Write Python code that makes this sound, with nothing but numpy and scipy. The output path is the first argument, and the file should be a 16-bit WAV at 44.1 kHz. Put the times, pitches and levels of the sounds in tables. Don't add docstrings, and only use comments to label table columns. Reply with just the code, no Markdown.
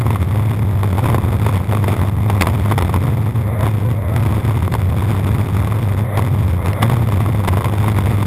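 import sys
import numpy as np
from scipy import signal
from scipy.fft import rfft, irfft, next_fast_len
from scipy.io import wavfile
from scipy.ndimage import map_coordinates

SR = 44100
rng = np.random.default_rng(int(sys.argv[2]) if len(sys.argv) > 2 else 0)


def generate_wav(sig):
    pcm = np.round(np.clip(np.atleast_2d(sig).T, -1, 1) * 32767).astype(np.int16)
    wavfile.write(sys.argv[1], SR, pcm)


N = 364266

# time in seconds, pitch in Hz.
DECK_PITCH = [(0.0, 111.6), (0.3, 100.7), (0.58, 112.7), (0.65, 98.14), (0.89, 97.48), (1.04, 101.5),
              (1.12, 117.6), (1.18, 96), (1.49, 108.4), (1.6, 91.5), (1.68, 106.1), (1.95, 93.3),
              (2.24, 105), (2.41, 97), (2.45, 87.06), (2.54, 105), (2.68, 97.9), (2.72, 109.2), (2.83, 94),
              (2.93, 107.2), (2.97, 94.76), (3.03, 114.4), (3.27, 105), (3.33, 117), (3.5, 103.3),
              (3.89, 115.5), (3.95, 102.4), (4.48, 109), (4.73, 93.12), (4.81, 108.3), (4.86, 89.7),
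              (4.95, 104.3), (5.04, 94.96), (5.1, 108.6), (5.16, 96.07), (5.44, 108.7), (5.65, 99.3),
              (5.72, 112), (5.92, 95.52), (6.08, 106.6), (6.12, 96.96), (6.26, 116.5), (6.56, 88.05),
              (6.81, 104), (6.86, 118.2), (6.94, 120.3), (7.16, 96.53), (7.32, 110.7), (7.49, 90.9),
              (7.63, 103.5), (7.68, 94.9), (7.8, 106.9), (8.05, 98.93), (8.11, 111.4), (8.18, 99.16),
              (8.25, 110.5)]
# centre in seconds, depth of the dip in its drive in dB.
SWING_STALLS = [(0.259, 6), (0.55, 5), (.97, 9), (1.22, 5), (1.632, 8), (2.62, 9.5), (2.871, 8.5),
                (2.999, 9), (3.319, 19), (3.43, 14.5), (3.77, 4.5), (4.06, 3.5), (4.3, 10), (4.399, 11),
                (4.81, 6), (4.949, 8), (5.513, 14.5), (6.29, 5), (6.632, 8), (6.791, 9.5), (7.635, 11.5),
                (8.03, 9.5)]
# time in seconds, relative level in dB.
ROAD_COARSENESS = [(0, -28.5), (.25, -28), (.65, -31), (1.1, -26.5), (1.3, -28.5), (1.55, -26),
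                   (1.8, -30.5), (1.93, -23), (2.14, -31.5), (2.45, -27.5), (2.95, -27.5), (3.25, -31),
                   (3.8, -29.5), (4.0, -29.5), (4.3, -26.5), (4.55, -29), (4.85, -29), (5.15, -28),
                   (5.45, -27), (5.68, -27.5), (5.9, -29), (6.3, -28.5), (6.55, -29.5), (6.95, -27.5),
                   (7.4, -28), (7.78, -27), (8.26, -26)]
# start in seconds, strength of the blow in dB,
# its treble relative to the blow in dB, pitch of the clack in Hz.
STONE_BLOWS = [(0.065, -7.5, -27, 1060), (0.105, -8, -14, 935), (0.158, -7.5, -33, 1100),
               (0.514, -12.5, -16, 940), (0.832, -8, -15, 1090), (0.842, -11, -29, 1030),
               (0.982, -4.5, -35, 810), (0.991, -7.5, -26, 870), (1.043, -9, -24, 1030),
               (1.057, -4, -24, 953), (1.065, -7.5, -28.5, 925), (1.1, -5.5, -31, 950),
               (1.145, -2.5, -26, 1060), (1.182, -8, -30, 980), (1.464, -3.5, -21, 915),
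               (1.492, -8, -32, 1030), (1.544, -17, -13, 990), (1.724, -9, -20.5, 820),
               (1.733, -8, -30, 775), (1.749, -10, -14, 1102), (1.771, -7.5, -32, 1070),
               (1.841, -8.5, -14, 910), (1.881, -3.5, -18, 646), (1.891, -8, -27, 630),
               (1.966, -7, -36, 630), (2.049, -13.5, -31, 650), (2.299, -1.5, -18, 810),
               (2.41, -3.5, 0.5, 795), (2.421, -5, 3, 1080), (2.433, -8, -24, 1030), (2.444, -18, -28, 900),
               (2.458, -11, -30, 796), (2.47, -3, -9, 1020), (2.487, -11, -22, 950),
               (2.659, -9.5, -33, 1045), (2.712, -4.5, -20, 1090), (2.721, -1.5, -28, 955),
               (2.779, -2, -14, 835), (2.788, -8.5, -3, 1220), (2.81, -9, -20, 850),
               (2.823, -4.5, -9.5, 980), (2.895, -9, -32, 1130), (2.941, -4, -23, 890),
               (2.961, -5, -27, 990), (3.039, -13.5, -22, 1132), (3.608, -16, -4, 990),
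               (3.666, -8, -20, 1040), (3.676, -9, -25, 780), (4.163, -13, -2, 860),
               (4.263, -14.5, -28, 856), (4.362, -17, -30, 950), (4.508, -11, -35, 980),
               (4.574, -11, -34, 907), (4.623, -12, -32, 990), (4.678, -9, -41, 1069),
               (4.722, -15, -5, 993), (4.739, -9, -6, 1006), (4.751, -4.5, -34, 920),
               (5.022, -10.5, -32, 970), (5.15, -12, -29, 994.7), (5.673, -11.5, -13.5, 1110),
               (5.722, -11, -35, 1130), (6.173, -9, -4, 660), (6.193, -7.5, -22, 590.3),
               (6.659, -12, -5.5, 950), (6.732, -18.5, 1, 1090), (6.822, -8.5, -9, 647),
               (6.828, -0.5, -5.5, 1130), (6.898, -4, -22, 1090), (6.921, -8.5, -28, 870),
               (6.933, -9, -23, 840), (6.968, -10, -30, 1103), (7.022, -11, -32, 810),
               (7.088, -10, -16, 1020), (7.115, -26, -6, 990), (7.122, -7.5, -24, 1045),
               (7.205, -8.5, -24, 1080), (7.261, -9, -25, 1090), (7.286, -12, -37, 601),
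               (7.438, -10, -30, 820), (7.448, -8.5, -24, 1020), (7.476, -7.5, -7.5, 770),
               (7.479, -6, -7, 830), (7.486, -6, -6.5, 1000), (7.535, -8.5, -28, 954),
               (7.571, -5, -28, 970), (7.581, -9.5, -28, 1050), (7.608, -8, -29, 1070),
               (7.62, -12, -27, 1080), (7.644, -5.5, -13, 960), (7.656, -7.5, -29, 1060),
               (7.683, -11.5, -22, 1065), (7.737, -8.5, -25, 593), (7.842, -8, -25, 900),
               (7.881, -4.5, -25, 1040), (7.986, -5, -28, 990), (8.227, -8, -19, 980)]
# pitch in Hz, width in Hz, relative level in dB.
HOUSING_MODES = [(332, 580, -14), (422, 337, 0.5), (816, 352, 1), (1096, 388, 0.5), (2074, 247, -3.5),
                 (2385, 280, -7), (3560, 346, -9), (4070, 2800, -21.5), (7260, 8400, -41.5)]
# frequency in Hz, relative level in dB per Hz.
RUMBLE_SPECTRUM = [(15, -28), (30, -10), (50, -23), (72, 6), (85, 10), (103, -5.5), (125, 5.5), (155, 3),
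                   (195, -1.5), (280, -10.5), (400, -13.5), (700, -27), (1500, -46)]
# frequency in Hz, relative level in dB per Hz.
WHEEL_SPECTRUM = [(150, -40), (350, -16), (520, 8), (660, 0), (850, -5), (1200, -5), (1500, -14.5),
                  (2100, -5), (2800, -32), (3500, -18.5), (5000, -57), (7000, -69)]
# frequency in Hz, gain in dB.
SNAP_COLOUR = [(300, -1), (1200, -4), (1600, 3.5), (2400, 2), (3600, -7.5), (5000, -9.5), (8000, -15),
               (15000, -43)]
# frequency in Hz, gain in dB.
CAMERA_RESPONSE = [(20, 0.5), (5300, -3.5), (5850, -11), (6150, -15.5), (6600, -6.5), (12000, -5.5),
                   (15200, -10), (15800, -25)]
# moment of grip in seconds, length of the slide before it in seconds,
# peak roar in dB before its flutter, hush of the rattle in dB, howl level in dB, first howl pitch in Hz,
# last howl pitch in Hz, shudder at the grip in dB (negative: a dip).
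WHEEL_SCRUBS = [(3.632, 0.22, -25.5, 2.5, -33, 471, 660, 5), (3.871, 0.089, -38, 0.5, -32, 470, 507, -3),
                (4.166, 0.25, -29.5, 3, -34, 490, 670, -2), (6.171, 0.15, -24, 4.5, -35, 487, 648, 9),
                (6.671, 0.11, -26.5, 2, -41, 559, 705.4, 6.5), (6.829, 0.13, -22.5, 1.5, -34, 510, 700, 5)]

STOP_DB, DRIVE_DB, SWING_HUSH = -12, 4.5, 1
JOSTLE_RATE, STEADY = 50, 1.7
STALL_S = .024
KICK_DB = -7.8
KNOCK_TURN, RETURN_TURN, LEAN_TURN = .26, .88, .1
THUMP_S, SCRAPE_T60 = .0032, .0045
GRIT_HISS = .12
PATCH_DB, PATCH_RATE = .8, 30
AFTER_STONE_DB, AFTER_STONE_S = -1, 0.0075
CLACK_T60, BODY_T60 = .017, .008
FIRST_CONTACT = 0.73
STRAIGHT_DB, RELEASE_S = -38, 0.053
GRIP_S = 0.019
HOWL_ROUGH, HOWL_FLUTTER = .36, 50
IMAGE_HZ, TOP_HZ = 12000, 15800


def amp(db):
    return 10 ** (np.asarray(db) / 20)


def unit(x):
    return x / np.sqrt(np.mean(np.abs(x) ** 2) + 1e-20)


def curve(rows):
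    return np.interp(np.arange(N) / SR, *np.transpose(rows))


def colour(points):
    f, db = np.transpose(points)
    return lambda hz: amp(np.interp(np.log(hz + 1), np.log(f + 1), db))


def filtered(x, response):
    m = next_fast_len(N + 8192)
    spectrum = rfft(x, m) * response(np.fft.rfftfreq(m, 1 / SR))
    return irfft(spectrum, m)[:N]


def noise(points):
    return unit(filtered(rng.standard_normal(N), colour(points)))


def wobble(rate):
    knots = rng.standard_normal(4096)
    return map_coordinates(knots, [np.arange(N) * rate / SR], mode="mirror")


def swing(hush_db):
    drive = amp(DRIVE_DB) * unit(STEADY + wobble(JOSTLE_RATE) + 1j * wobble(JOSTLE_RATE))
    for s, depth_db in SWING_STALLS:
        past = (np.arange(N) / SR - s) / STALL_S
        drive = drive * (past + 1j * amp(-depth_db)) / np.hypot(past, 1)
    capped = drive / (1 + np.abs(drive) ** 4) ** (1 / 4)
    turns = np.cumsum(curve(DECK_PITCH)) / SR
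    turns = turns + .065 * wobble(45) + .035 * wobble(120)
    size = amp(STOP_DB - SWING_HUSH * hush_db + 1.02 * wobble(130))
    return size * capped * np.exp(2j * np.pi * turns)


def in_step(motion):
    at = [round(s * SR) for s, db, *_ in STONE_BLOWS if db > KICK_DB]
    shift = np.unwrap(2 * np.pi * KNOCK_TURN - np.angle(motion[at]))
    return motion * np.exp(1j * np.interp(np.arange(N), at, shift))


def drone(motion, stiff=0.28, lopsided=0.56):
    x = motion.real
    leaning = (motion * np.exp(2j * np.pi * LEAN_TURN)).real
    shaped = x + stiff * x * np.abs(x) - lopsided * leaning ** 2
    return amp(-1.0) * filtered(shaped, colour([(10, -38), (45, -3), (70, -0.5), (1000, 10.0)]))


def housing(hz):
    total = 0
    for k, (centre, width, db) in enumerate(HOUSING_MODES):
        damping = 1j * hz * width
        total = total + (-1) ** k * amp(db) * damping / (centre * centre - hz * hz + damping)
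    return total


def strike(pushes, hard_share, soft_hz=1100):
    hard = rng.random(N) < hard_share
    cushioned = filtered(pushes * ~hard, lambda hz: 1 / (1 + 1j * hz / soft_hz - (hz / soft_hz) ** 2))
    return pushes * hard + amp(1.0) * cushioned


def contacts(motion, turn, scatter_db):
    turns = np.unwrap(np.angle(motion)) / (2 * np.pi) - turn + .025 * wobble(200)
    at = np.flatnonzero(np.diff(np.floor(turns)) > 0)
    chance = np.clip(rng.standard_normal(N)[at], -3, 1.0)
    return np.bincount(at, amp(scatter_db * chance) * np.sqrt(np.abs(motion[at])), N)


def chatter(motion, road, firm):
    lower = contacts(motion, KNOCK_TURN, scatter_db=6)
    knocks = contacts(motion, RETURN_TURN, scatter_db=2.5) - lower
    t = np.arange(SR // 50) / SR
    scrape_level = signal.fftconvolve(np.abs(knocks), t * amp(-60 * t / SCRAPE_T60))[:N]
    scrape = scrape_level * rng.standard_normal(N)
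    pushes = strike(unit(knocks) + 0.96 * unit(scrape), hard_share=.5 * firm)
    ring = unit(filtered(pushes, housing))
    dent = np.maximum(1 - np.abs(2 * t / THUMP_S - 1), 0)
    dents = signal.fftconvolve(-lower, dent)[:N]
    thump = unit(filtered(dents, colour([(70, -12), (130, -15), (190, 1), (500, 1)])))
    return amp(-0.5) * road * ring + amp(-14.5) * np.sqrt(road) * thump


def grit(road, firm, per_second=380, scatter_db=4.5):
    hit = rng.random(N) < per_second / SR
    scatter = amp(scatter_db * np.minimum(rng.standard_normal(N), 1))
    ticks = hit * rng.standard_normal(N) * scatter
    pushes = unit(ticks) + GRIT_HISS * rng.standard_normal(N)
    return road * amp(-7.5) * unit(filtered(strike(pushes, hard_share=.75 * firm), housing))


def rolling(road, roar_db, hush_db, rumble_hush=1.0):
    rumble = amp(-8.5 - rumble_hush * hush_db) * np.sqrt(road) * noise(RUMBLE_SPECTRUM)
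    roar = amp(roar_db + wobble(40)) * noise(WHEEL_SPECTRUM)
    return rumble + roar


def roughness():
    t = np.arange(SR // 4) / SR
    at = [round(row[0] * SR) for row in STONE_BLOWS]
    jolts = np.bincount(at, [amp(row[1]) for row in STONE_BLOWS], N)
    aftermath = signal.fftconvolve(jolts, np.exp(-t / AFTER_STONE_S))[:N]
    return curve(ROAD_COARSENESS) + PATCH_DB * wobble(PATCH_RATE) + AFTER_STONE_DB * aftermath


def firmness(hush_db, coarse_db=-29, softening=4.2):
    smooth_db = np.minimum(curve(ROAD_COARSENESS) - coarse_db, 0)
    return amp(smooth_db - softening * np.maximum(hush_db, 0))


def buzz(envelope):
    chance = rng.standard_normal(len(envelope))
    burst = chance ** 3 * envelope
    burst = burst / np.linalg.norm(burst)
    burst[0] -= FIRST_CONTACT
    return burst / np.linalg.norm(burst)


def stones(rattle=0.0055, rise=0.00054, least_snap=0.023, thud_hz=340, thud_t60=0.013,
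           settle_db=-16, settle_t60=0.077, least_buzz=0.79, body_ratio=0.64):
    rings, blows, snaps = np.zeros((3, N + SR))
    t = np.arange(SR // 20) / SR
    onset = 1 - np.exp(-t / rise)
    for s, db, treble_db, hz in STONE_BLOWS:
        envelope = onset * np.exp(-(t / (rattle * amp(db / 2))) ** 2)
        settling = onset * amp(settle_db + db - 60 * t / settle_t60)
        clack = amp(-1.5 - 60 * t / CLACK_T60) * np.sin(2 * np.pi * hz * t)
        clack += amp(-60 * t / BODY_T60) * np.cos(2 * np.pi * body_ratio * hz * t)
        chance_hz = thud_hz * np.exp(0.28 * rng.standard_normal())
        thud = amp(1.5 - 60 * t / thud_t60) * np.sin(2 * np.pi * chance_hz * t)
        start = round(s * SR)
        rings[start:][:len(t)] -= amp(db) * onset * (clack + thud)
        buzz_gain = least_buzz + 1.5 * amp(treble_db / 2)
        blows[start:][:len(t)] += amp(db) * buzz_gain * buzz(envelope + settling)
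        snaps[start:][:len(t)] += amp(db) * (least_snap + amp(treble_db)) * buzz(envelope)
    buzzing = amp(21.0) * filtered(blows[:N], housing)
    snapping = amp(24.0) * filtered(snaps[:N], colour(SNAP_COLOUR))
    return rings[:N] + buzzing + snapping


def scrubs():
    t = np.arange(N) / SR
    roar_db, hush_db, shudder_db = np.zeros((3, N))
    for grip, length, peak_db, dip_db, *_, grip_db in WHEEL_SCRUBS:
        slide = np.clip((t - grip) / length + 1, 0, 1)
        release = np.exp(-(np.maximum(t - grip, 0) / RELEASE_S) ** 2)
        roar_db = np.maximum(roar_db, (peak_db - STRAIGHT_DB) * slide ** 0.38 * release)
        hush_db += dip_db * np.abs(np.sin(np.pi * slide)) ** 0.98
        shudder_db += grip_db * np.exp(-((t - grip) / GRIP_S - .5) ** 2)
    return STRAIGHT_DB + roar_db, hush_db, shudder_db


def howl(overtone_db=-6):
    t = np.arange(N) / SR
    notes = np.zeros(N)
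    for grip, length, _, _, db, start_hz, end_hz, _ in WHEEL_SCRUBS:
        slide = np.clip((t - grip) / length + 1, 0, 1)
        pitch = start_hz + (end_hz - start_hz) * slide ** 0.75
        phase = 2 * np.pi * np.cumsum(pitch) / SR
        envelope = slide ** 0.79 * np.exp(-(np.maximum(t - grip, 0) / GRIP_S) ** 2)
        for k in range(3):
            flutter = wobble(HOWL_FLUTTER) + 1j * wobble(HOWL_FLUTTER)
            partial = (.5 + HOWL_ROUGH * flutter) * np.exp(1j * (k + 1) * phase)
            brightness = (amp(overtone_db) * np.sqrt(slide)) ** k
            notes += amp(db) * envelope * brightness * unit(partial.real)
    return notes


def scene():
    roar_db, hush_db, shudder_db = scrubs()
    motion = in_step(swing(hush_db))
    road = amp(roughness() - hush_db + shudder_db)
    firm = firmness(hush_db)
    mix = drone(motion) + chatter(motion, road, firm) + grit(road, firm)
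    mix = mix + rolling(road, roar_db, hush_db) + stones() + howl()
    return mix[None]


def record(dry):
    x = dry[0] / (1 + np.abs(dry[0] / .85) ** 6) ** (1 / 6)
    slope = filtered(x, lambda hz: 1j * hz / IMAGE_HZ * (hz < IMAGE_HZ / 2))
    fizz = amp(11.0) * slope * np.cos(2 * np.pi * IMAGE_HZ * np.arange(N) / SR)
    return filtered(x + fizz, lambda hz: colour(CAMERA_RESPONSE)(hz) * (hz < TOP_HZ))[None]


dry = scene()
out = record(dry)
generate_wav(out)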